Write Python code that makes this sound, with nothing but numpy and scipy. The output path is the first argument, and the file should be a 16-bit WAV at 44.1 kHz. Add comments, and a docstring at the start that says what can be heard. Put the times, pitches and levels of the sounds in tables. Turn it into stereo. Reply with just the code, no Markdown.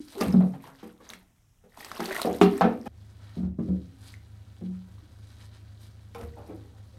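"""First a bubble plinks and suds swish under a hand, then slaps and booming knocks: a small dog is washed in a tub.
Hands, paws and a plastic cup strike the tub as shaped pressure pulses that ring its modes and the hard-walled room.
Poured water is a shower of tiny decaying sines; gurgles, plinks and long tub notes are sines that climb in pitch.
Near the middle it cuts to a later moment, with fizzing foam and a low hum of two wavering tones over a rumble.
Faint filtered noise is the air of the bathroom throughout."""
import sys
import numpy as np
from scipy import signal
from scipy.fft import rfft, irfft
from scipy.io import wavfile

SR = 44100
rng = np.random.default_rng(int(sys.argv[2]) if len(sys.argv) > 2 else 0)


def unload_audio(sound):
    """Save the sound as a 16-bit wav file, at the path given as the first command line argument."""
    columns = np.transpose(np.atleast_2d(sound))
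    # keep every value between -1 and 1, then stretch to whole-number steps
    steps = np.round(np.clip(columns, -1, 1) * 32767)
    wavfile.write(sys.argv[1], SR, steps.astype(np.int16))


N = 307818
TIME = np.arange(N) / SR
TAIL = np.arange(SR * 3 // 5) / SR  # time axis of one event, 0.6 s
JUMP_S = 2.879  # the cut to the later moment
EDGE_HZ = 15900  # upper band limit

# paws and the cup knock the tub: [t/s, level/dB, corner f/Hz, treble fall/dB per octave, scuffing time/s,
#  tub note favoured by the spot f/Hz, floor boom level/dB, swell of the boom/s]
TUB_KNOCKS = [(0.262, -26.5, 169, 14, 0.025, 270, -40, 0.015),
              (0.338, -19, 190, 13, 0.02, 225, -15.5, 0.035),
              (0.406, -36, 620, 17.5, 0.0012, 778, -27.5, 0.042),
              (1.102, -59, 201, 14, 0.012, 225, -57.5, 0.053),
              (2.249, -25.5, 593, 21.5, 0.0012, 450, -33.5, 0.024),
              (2.276, -37, 595, 24, 0.0022, 778, -53, 0.02),
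              (2.294, -30.5, 357, 18, 0.004, 312, -50, 0.018),
              (2.414, -16.5, 423, 10.5, 0.0036, 400, -19.5, 0.034),
              (2.610, -18.5, 850, 15, 0.0061, 778, -22, 0.032),
              (2.645, -22, 340, 12.5, 0.008, 312, -46, .03),
              (3.365, -32.5, 168, 12, 0.0098, 433, -29, 0.048),
              (3.428, -35, 84.8, 11, 0.029, 533, -38, 0.044),
              (3.587, -27.5, 192, 13, 0.011, 394, -38.5, 0.014),
              (3.683, -30.5, 193, 17, 0.0057, 225, -23, 0.034),
              (4.611, -40.5, 286, 16.5, 0.012, 449, -32.5, 0.076),
              (6.218, -41, 60.6, 16.5, 0.016, 77, -75, 0.028)]
# ringing of the tub and the air in it: [f/Hz, relative level/dB, t60/s]
TUB_MODES = [(77, 25, 0.55), (189, 19.5, 0.28), (225, 19.5, 0.35), (271.2, 17, 0.99), (312, 11, 0.44),
             (400, 7, 0.21), (488.6, 13.5, 0.38), (533, 3.5, 0.34), (647, 0.5, 0.2), (778, 10, 0.24),
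             (824, 3.5, 0.3), (1168, 1, 0.42), (1304, 7, 0.23)]
FAVOUR_DB, FAVOUR_OCTAVES = 5, 0.12  # every spot on the tub rings the modes in other proportions
MODE_DETUNE = 0.025  # largest random shift of a mode's pitch, as a fraction
BOOM_HZ = 184.2  # drum note of the tub floor

# hands and paws slap or push the water: [t/s, level/dB, corner f/Hz, length of the push/s, droplet shower level/dB]
WATER_SPLASHES = [(0.146, -45.5, 410, 0.026, -52), (0.210, -25.5, 300, 0.000093, -37),
                  (0.534, -48, 640, 0.02, -62.5), (0.64, -53.5, 1070, 0.051, -55.5),
                  (0.829, -43, 354, 0.011, -58), (1.001, -55, 368, 0.0079, -69),
                  (1.099, -53.5, 1240, 0.0011, -55), (1.637, -57.5, 390, 0.0082, -100.5),
                  (1.996, -33, 274, 0.0051, -65), (2.413, -32.5, 2600, 0.01, -58),
                  (2.856, -36, 546, 0.014, -62), (6.148, -44.5, 740, 0.0031, -77),
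                  (6.194, -44.5, 460, 0.018, -57), (6.363, -48, 740, 0.065, -68.5),
                  (6.487, -43.5, 400, 0.023, -63), (6.608, -62, 675, 0.049, -97),
                  (6.727, -65.5, 780, 0.07, -97), (6.926, -62, 493, 0.04, -84)]
# treble fall in dB per octave: the longer the push, the duller
SLAP_FALL, SLOSH_FALL, SLOSH_S = 6.86, 23.3, 0.056
# droplets build up, peak just after the slap and thin out
SHOWER_LAG_S, SHOWER_RISE_DB_PER_S, SHOWER_FALL_DB_PER_S = 0.0033, 335.5, 115
# air pulled under by a blow comes up as bubbles; the level is relative to the blow
GURGLE_DB, GURGLE_HZ, GURGLE_OCTAVES, GURGLE_S, GURGLE_FALL_DB_PER_S = 0.5, 620, 0.8, 0.2, 130

# single bubbles and drops, and long ringing notes of the tub near 400 and 469 Hz:
# [t/s, level/dB, starting pitch f/Hz, ring t60/s]
BUBBLES_AND_RINGS = [(0.002, -24.5, 291.5, 0.061), (0.084, -32, 4360, 0.0032), (0.170, -26, 386, 0.32),
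                     (0.211, -18, 1187, 0.053), (0.211, -15, 4740, 0.0048), (0.264, -20, 272, 0.093),
                     (0.326, -34.5, 5200, 0.012), (0.405, -15.5, 673, 0.034), (0.641, -26.5, 984, 0.014),
                     (0.676, -35, 920, 0.026), (0.837, -49, 970, 0.018), (0.871, -35, 400, 0.026),
                     (1.004, -49, 1130, 0.043), (1.091, -34.5, 6200, 0.0068), (1.102, -23, 3750, 0.0035),
                     (1.135, -17.5, 2100, 0.0026), (1.774, -20, 900, 0.006), (1.807, -29.5, 2100, 0.0049),
                     (1.827, -31, 1910, 0.023), (1.847, -17, 4600, 0.0011), (1.916, -14, 1250, 0.0052),
                     (1.962, -26, 2910, 0.0063), (2.004, -9, 1104, 0.006), (2.057, -19, 4430, 0.0064),
                     (2.079, -25, 386, 0.16), (2.109, -18.5, 1638, 0.0067), (2.110, -25.5, 598, 0.03),
                     (2.127, -17, 1953, 0.012), (2.155, -23, 1870, 0.0099), (2.165, -18, 1920, 0.011),
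                     (2.217, -9.5, 4224, 0.0033), (2.248, -14.5, 950, 0.0048), (2.272, -21.5, 722.5, .12),
                     (2.329, -28, 6830, 0.0031), (2.414, -8.5, 402, 0.34), (2.487, -19, 397, 0.13),
                     (2.578, -25, 8220, 0.0037), (2.613, -12, 1082, 0.029), (2.684, -35, 1050, 0.037),
                     (2.728, -19.5, 245, 0.083), (3.602, -32.5, 400, 0.2), (4.14, -27.5, 2030, 0.0081),
                     (4.981, -42, 1098, 0.017), (5.025, -50, 303, .12), (6.149, -42, 469, 0.89),
                     (6.212, -27, 2470, 0.0017), (6.232, -26, 1350, 0.0032), (6.495, -30, 282, .06),
                     (6.510, -35, 500, 0.066), (6.535, -37.5, 316, 0.14)]
# splat noise against the tone at 1 kHz: high notes splat more
SPLAT_DB, SPLAT_DB_PER_OCTAVE = -15.0206, 0.8

# the cup is tipped over the dog's back and runs empty: [t/s, flow level/dB]
POUR_FLOW = [(1.62, -92), (1.76, -61.5), (1.79, -49), (1.9, -52), (2.0, -43.5), (2.2, -38), (2.37, -52),
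             (2.58, -49), (2.7, -60), (2.87, -65)]
# balance of the falling water: [t/s, left-right level/dB]
POUR_BALANCE = [(0, -1), (1.1, -9.5), (2.3, -7), (2.85, -11)]
TRICKLE_DB = -80.5  # the wet coat keeps dripping
# colour of the drops and their singing bubbles: [f/Hz, relative level/dB]
PATTER_COLOUR = [(150, -29.5), (250, -5.5), (375, -9.5), (784, -9.5), (1070, -10), (1570, -14.5),
                 (1970, -12), (2460, -17.5), (4360, -20.5), (7000, -22.5), (10000, -38.5), (15400, -71)]
# colour of the fine crackling spray: [f/Hz, relative level/dB]
SPRAY_COLOUR = [(1470, -13), (2500, -2.5), (3800, 3.5), (5200, -2), (7300, -5), (8900, 0), (10600, -5),
                (12100, 3.5), (16000, -11.5)]

# hands rub suds into the wet coat: [t/s at the height of the stroke, level/dB, half length/s, treble tilt/dB per octave]
SUDS_RUBS = [(0.026, -57, 0.03, 4.5), (0.109, -52, 0.043, 3.5), (0.474, -64, 0.058, 7),
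             (0.806, -57, 0.028, -3), (1.057, -58, 0.032, 0.5), (3.28, -64, 0.06, -3),
             (3.375, -62, 0.03, 2), (4.078, -53.5, 0.049, 5), (5.295, -69.5, 0.086, 1),
             (5.429, -60, 0.042, 1), (5.55, -63, 0.033, -1.5), (5.845, -63, 0.041, 6)]
RUB_HZ = 1910  # a swish thins out below this
# colour of the bursting foam cells: [f/Hz, relative level/dB]
FOAM_COLOUR = [(240, -10.5), (400, -5.5), (1490, -1), (2800, -8.5), (4050, -3.5), (7630, -15), (8900, -12),
               (12500, -16.5), (16000, -34.5)]
FOAM_DB = -66

# steady low tones: [f/Hz, rms level/dB]
HUM_TONES = [(76.2, -54.5), (104.3, -52)]
# colour of the soft rumble beneath them: [f/Hz, relative level/dB]
RUMBLE_COLOUR = [(15, -42), (25, -12), (77, -9.5), (98, 7), (131, -13), (162, -14), (199, -9), (435, -24.5),
                 (800, -25.5), (1040, -68), (1760, -120)]
RUMBLE_DB = -54

# colour of the faint bathroom hiss: [f/Hz, relative level/dB]
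AIR_COLOUR = [(15, -36), (25, 0.5), (114, 0.5), (463, -26), (3430, -28.5), (4490, -37.5), (5570, -25),
              (16000, -34.5)]
AIR_DB, AIR_SIDE_DB = -64, -5.5  # level and left-right difference
# the fizz sinks briefly, the hiss by a share of it: [t/s, depth level/dB, half length/s]
BACKGROUND_LULLS = [(2.904, -12, 0.041), (3.535, -26, 0.055)]

# decay of the bathroom tail: [f/Hz, t60/s]
ROOM_DECAY = [(150, 0.64), (400, 0.36), (1000, 0.27), (2800, 0.28), (7000, 0.13), (15000, 0.2)]
# likeness of the left and right noise: [f/Hz, correlation]
STEREO_LIKENESS = [(100, 0.98), (200, 0.77), (350, 0.85), (600, 0.33), (1200, 0.083), (15000, 0.048)]


def knocks():
    """Each knock rings the tub and stirs the water, and the weight behind it makes the floor boom."""
    out = np.zeros((2, N))
    for s, db, corner_hz, fall_db, scuffing, note_hz, boom_db, swell_s in TUB_KNOCKS:
        knock = struck(db, corner_hz, fall_db, scuffing, note_hz,
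                       side_db=-8.0, wet_db=4.5, ring_db=1.5, direct_db=-5)
        add(out, s, knock + boom(s, boom_db, swell_s) + gurgle(db, corner_hz, fall_db))
    return out


def struck(db, corner_hz, fall_db, scuffing, note_hz, side_db, wet_db, ring_db, direct_db, soft_s=0.0056, swell=0.096):
    """A blow and its brief scuffing ring the tub and the room; a long scuff swells in with hardly any first click."""
    ring = 0
    for hz, mode_db, t60 in TUB_MODES:
        spot_db = FAVOUR_DB * np.exp(-(np.log2(hz / note_hz) / FAVOUR_OCTAVES) ** 2)
        # each blow rings the modes at slightly different pitches, drawn at random
        hz = hz * (1 + MODE_DETUNE * rng.uniform(-1, 1))
        resonance = 2 * np.log(1000) / (t60 * SR) * dying(t60) * np.cos(2 * np.pi * hz * TAIL)
        ring = ring + gain_of(mode_db + ring_db + spot_db) * resonance
    pressure = np.exp(-TAIL / scuffing) * (1 - np.exp(-TAIL / (swell * scuffing)))
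    click = np.exp(-scuffing / soft_s)  # a quick slap is nearly one clean pulse
    scuff = rng.standard_normal(len(TAIL)) * pressure / np.linalg.norm(pressure)
    force = (1 - click) * scuff
    force[0] = click
    pulse = through(force, blow(corner_hz, fall_db, side_db))
    sound = through(pulse, bathroom(wet_db, direct_db) + ring)
    return gain_of(db) * sound / np.std(sound[:, :SR // 16])  # level over the first 1/16 s


def blow(corner_hz, fall_db, side_db, bass_fall_db=7.0, lowest_hz=115, shadow_hz=900, size=4096):
    """One-sided pressure pulse: the softer the contact, the lower the corner and the steeper the treble."""
    hz = abs(np.fft.fftfreq(size, 1 / SR)) + 1
    octaves = np.log2(hz / corner_hz)
    treble_db = -fall_db * np.logaddexp(0, 4 * octaves) / 4
    bass_db = -bass_fall_db * np.logaddexp(0, -4 * octaves) / 4
    rumble_cut = hz ** 2 / (hz ** 2 + lowest_hz ** 2)
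    gain = gain_of(treble_db + bass_db) * rumble_cut * sides(side_db * hz / (hz + shadow_hz))
    # minimum phase: the energy comes at once
    return np.fft.ifft(np.exp(np.conj(signal.hilbert(np.log(gain + 1e-6))))).real


def boom(s, db, swell_s, side_db=-1, steep=1.78):
    """The tub floor swells and dies on its drum note; booms that overlap swing in step."""
    u = TAIL / swell_s
    swell = (u * np.exp(1 - u)) ** steep
    tone = np.sqrt(2) * np.sin(2 * np.pi * BOOM_HZ * (s + TAIL))
    return sides(side_db) * gain_of(db) * swell * tone


def splashes():
    """A quick slap on the water is bright, a slow push is a dull slosh; both leave a gurgle."""
    out = np.zeros((2, N))
    for s, db, corner_hz, length, _ in WATER_SPLASHES:
        fall_db = SLOSH_FALL + (SLAP_FALL - SLOSH_FALL) * np.exp(-length / SLOSH_S)
        slap = struck(db, corner_hz, fall_db, length, corner_hz,
                      side_db=-7.0, wet_db=3.5, ring_db=3.0, direct_db=-13.5)
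        add(out, s, slap + gurgle(db, corner_hz, fall_db))
    return out


def gurgle(db, corner_hz, fall_db, cycles=26, rise=0.32, spread_db=1.0, wet_db=-9, side_db=-3, count=20):
    """Bubbles of mixed sizes chirp upwards one after another; a dull blow favours the big ones."""
    out = np.zeros((1, len(TAIL)))
    draws = np.c_[rng.random(count), rng.standard_normal((count, 2))]
    for k, (when, size, luck) in enumerate(draws):
        age = GURGLE_S * (k + when) / count
        hz = GURGLE_HZ * 2 ** (GURGLE_OCTAVES * np.clip(size, -2, 2))
        dulling_db = fall_db * max(np.log2(hz / corner_hz), 0)
        level_db = db + GURGLE_DB + spread_db * luck - GURGLE_FALL_DB_PER_S * age - dulling_db
        add(out, age, gain_of(level_db) * plink(hz, cycles / hz, rise, size=5000)[None])
    return sides(side_db) * through(out, bathroom(wet_db))


def bubbles_and_rings(wet_db=-7, splat_wet_db=0, splat_t60=0.024, splat_reach=1.6, side_db=-5, shadow_hz=700):
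    """Bubbles, drops and long tub notes: each is a ringing tone with a short noise splat, duller for low notes."""
    out = np.zeros((2, N))
    for s, db, hz, t60 in BUBBLES_AND_RINGS:
        splat_db = SPLAT_DB + SPLAT_DB_PER_OCTAVE * np.log2(hz / 1000)
        splat = gain_of(splat_db) * rng.standard_normal(len(TAIL)) * dying(splat_t60)
        splat = signal.lfilter(*signal.butter(1, min(splat_reach * hz, SR / 3), fs=SR), splat)
        tone = through(plink(hz, t60), bathroom(wet_db, near_db=-5))
        event = tone + through(splat, bathroom(splat_wet_db))
        add(out, s, gain_of(db) * sides(side_db * hz / (hz + shadow_hz)) * event)
    return out


def plink(hz, t60, rise=0.0087, size=len(TAIL)):
    """A tone swells over a few cycles, rings and climbs in pitch, like a bubble nearing the surface."""
    t = TAIL[:size]
    pitch = hz * (1 + rise * np.minimum(t / t60, 1))
    envelope = np.exp(-np.log(1000) * t / t60) * (1 - np.exp(-t * hz))
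    return envelope * np.sin(2 * np.pi * np.cumsum(pitch) / SR)


def water(patter_db=-2, notes_db=0, spray_db=-4, spurt_db=1.48):
    """Water patters densely off the coat into the bath; larger bubbles sing in it and spray crackles above it."""
    patter = droplets(low_hz=200, high_hz=6000, per_s=2000, cycles=5, spread_db=4, wet_db=-6, count=32)
    notes = droplets(low_hz=520, high_hz=5200, per_s=300, cycles=16, spread_db=3.5, wet_db=-9, rise=.2)
    spray = droplets(low_hz=1990, high_hz=12500, per_s=1100, cycles=2.2, spread_db=4.0, wet_db=4)
    body = coloured(patter, PATTER_COLOUR) + coloured(notes, PATTER_COLOUR) * gain_of(notes_db)
    mix = body * gain_of(patter_db) + coloured(spray, SPRAY_COLOUR) * gain_of(spray_db)
    falling = flow() * gain_of(spurt_db * drift(56))
    return mix * falling * sides(np.interp(TIME, *np.transpose(POUR_BALANCE)))


def flow():
    """How much water is falling: the pour, a shower from every splash and a steady trickle, added as powers."""
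    pouring = (TIME > POUR_FLOW[0][0]) & (TIME < JUMP_S)
    pour = gain_of(np.interp(TIME, *np.transpose(POUR_FLOW)))
    power = gain_of(TRICKLE_DB) ** 2 + pouring * pour ** 2
    for s, *_, shower_db in WATER_SPLASHES:
        age = TIME - s - SHOWER_LAG_S
        fade_db = np.maximum(-SHOWER_RISE_DB_PER_S * age, SHOWER_FALL_DB_PER_S * age)
        same_moment = (TIME < JUMP_S) == (s < JUMP_S)
        power = power + gain_of(shower_db - fade_db) ** 2 * same_moment
    return np.sqrt(power)


def droplets(low_hz, high_hz, per_s, cycles, spread_db, wet_db, rise=0, count=24):
    """A shower of tiny bubbles of many sizes, each size from its own spot."""
    out = np.zeros((2, N))
    for hz in np.geomspace(low_hz, high_hz, count):
        hits = rng.random(N) < per_s / count / SR
        train = gain_of(spread_db * np.minimum(rng.exponential(1, N), 4)) * hits
        grain = np.sqrt(hz) * evened(plink(hz, cycles / hz, rise, size=2200))  # equal power per Hz
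        sound = signal.oaconvolve(train, grain)[:N]
        pair = np.array([np.roll(sound, rng.integers(0, 20)), np.roll(sound, 10)])  # arrival differs by ear
        out += sides(rng.normal(0, 3.4)) * pair
    return through(out, bathroom(wet_db))


def suds(below_db=3, side_db=-8, flicker_db=1.0):
    """Countless tiny foam cells burst: a swish under each stroke of the hand, and a faint fizz after the jump."""
    cells = droplets(low_hz=490, high_hz=14100, per_s=7000, cycles=3.06, spread_db=6.0, wet_db=5.0)
    fizz = coloured(cells, FOAM_COLOUR) * gain_of(flicker_db * drift(36))
    out = gain_of(FOAM_DB + lulls()) * fizz * (TIME > JUMP_S)
    spectrum = rfft(fizz)
    octaves = np.log2((np.fft.rfftfreq(N, 1 / SR) + 1) / RUB_HZ)
    for s, db, half, tilt_db in SUDS_RUBS:
        tilt = gain_of(np.where(octaves < 0, below_db, tilt_db) * octaves)
        swish = evened(irfft(spectrum * tilt, N))
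        out = out + gain_of(db) * swish * bell(s, half)
    return out * sides(side_db)


def hum(waver=0.067, wander=1.0):
    """Two low tones, wavering in level and phase, over a soft rumble, as from a fan."""
    tones = 0
    for hz, db in HUM_TONES:
        level = gain_of(db) * np.sqrt(2) * (1 + waver * drift(5.3))
        tones = tones + level * np.sin(2 * np.pi * hz * TIME + wander * drift(0.35))
    rumble = gain_of(RUMBLE_DB) * coloured(noise_pair(N), RUMBLE_COLOUR)
    return (tones + rumble) * np.clip((TIME - JUMP_S) / 0.0036, 0, 1)  # only after the jump


def air(lull_share=0.38):
    """The faint hiss of the bathroom: coloured noise."""
    level = gain_of(AIR_DB + lull_share * lulls())
    return level * sides(AIR_SIDE_DB) * coloured(noise_pair(N), AIR_COLOUR)


def lulls():
    """Brief dips of the background, in dB."""
    return sum(db * bell(s, half) for s, db, half in BACKGROUND_LULLS)


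def bathroom(wet_db, direct_db=0, near_db=-1, near_s=0.00022):
    """Direct sound, a quick scatter off the tub sides, then a dense tail off the walls; every call draws its own."""
    hz, t, z = signal.stft(noise_pair(len(TAIL)), SR, nperseg=256)
    decay = np.exp(-np.log(1000) * t / read(ROOM_DECAY, hz)[:, None])
    tail = signal.istft(z * decay, SR, nperseg=256)[1][:, :len(TAIL)]
    tail = tail * (1 - np.exp(-TAIL / 0.0011))  # the walls answer a moment later
    near = noise_pair(len(TAIL)) * np.exp(-TAIL / near_s)
    echoes = (gain_of(near_db) * evened(near) + gain_of(wet_db) * evened(tail)) / np.sqrt(len(TAIL))
    direct = gain_of(direct_db) * signal.unit_impulse(len(TAIL))
    return (direct + echoes) / np.hypot(gain_of(direct_db), gain_of(near_db))


def through(x, response):
    """Convolves, keeping the length of x."""
    return signal.fftconvolve(np.atleast_2d(x), np.atleast_2d(response), axes=1)[:, :x.shape[-1]]


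def noise_pair(size):
    """Noise for left and right: alike in the bass, nearly unrelated in the treble."""
    a, b = rfft(rng.standard_normal((2, size)))
    same = np.clip(read(STEREO_LIKENESS, np.fft.rfftfreq(size, 1 / SR)), -1, 1)
    return irfft(np.array([a, same * a + np.sqrt(1 - same ** 2) * b]), size)


def coloured(x, spectrum):
    """Filters x by a level table, at rms 1."""
    return evened(irfft(rfft(x) * gain_of(read(spectrum, np.fft.rfftfreq(N, 1 / SR))), N))


def drift(hz):
    """Random wavering slower than about hz, rms 1."""
    lowpass = np.exp(-(np.fft.rfftfreq(N, 1 / SR) / hz) ** 2)
    return evened(irfft(rfft(rng.standard_normal(N)) * lowpass, N))


def bell(s, half):
    """A smooth swell from 0 to 1 and back, highest at s."""
    return np.exp(-((TIME - s) / half) ** 2)


def dying(t60):
    """Envelope that falls 60 dB in t60 seconds."""
    return np.exp(-np.log(1000) * TAIL / t60)


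def sides(db):
    """Left and right gains for a level difference."""
    return gain_of(np.array([[.5], [-.5]]) * db)


def gain_of(db):
    """Decibels to amplitude."""
    return 10 ** (np.asarray(db) / 20)


def evened(x):
    """Scales to rms 1."""
    return x / np.sqrt(np.mean(x ** 2) + 1e-20)


def read(points, hz):
    """Reads a table on a log-frequency axis."""
    f, value = np.transpose(points)
    return np.interp(np.log(hz + 1), np.log(f + 1), value)


def add(mix, s, sound):
    """Mixes a sound in at s; what began before the jump stops there."""
    end = round(JUMP_S * SR) if s < JUMP_S else N
    part = mix[:, max(round(s * SR), 0):end][:, :sound.shape[1]]
    part += sound[:, :part.shape[1]]


def scene():
    """All sources over the still air of the bathroom."""
    return knocks() + splashes() + bubbles_and_rings() + water() + suds() + hum() + air()


def record(dry):
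    """Limits the band with a steep low-pass."""
    lowpass = signal.firwin(511, EDGE_HZ, window=("kaiser", 9), fs=SR)
    return signal.oaconvolve(dry, lowpass[None], "same")


dry = scene()
out = record(dry)
unload_audio(out)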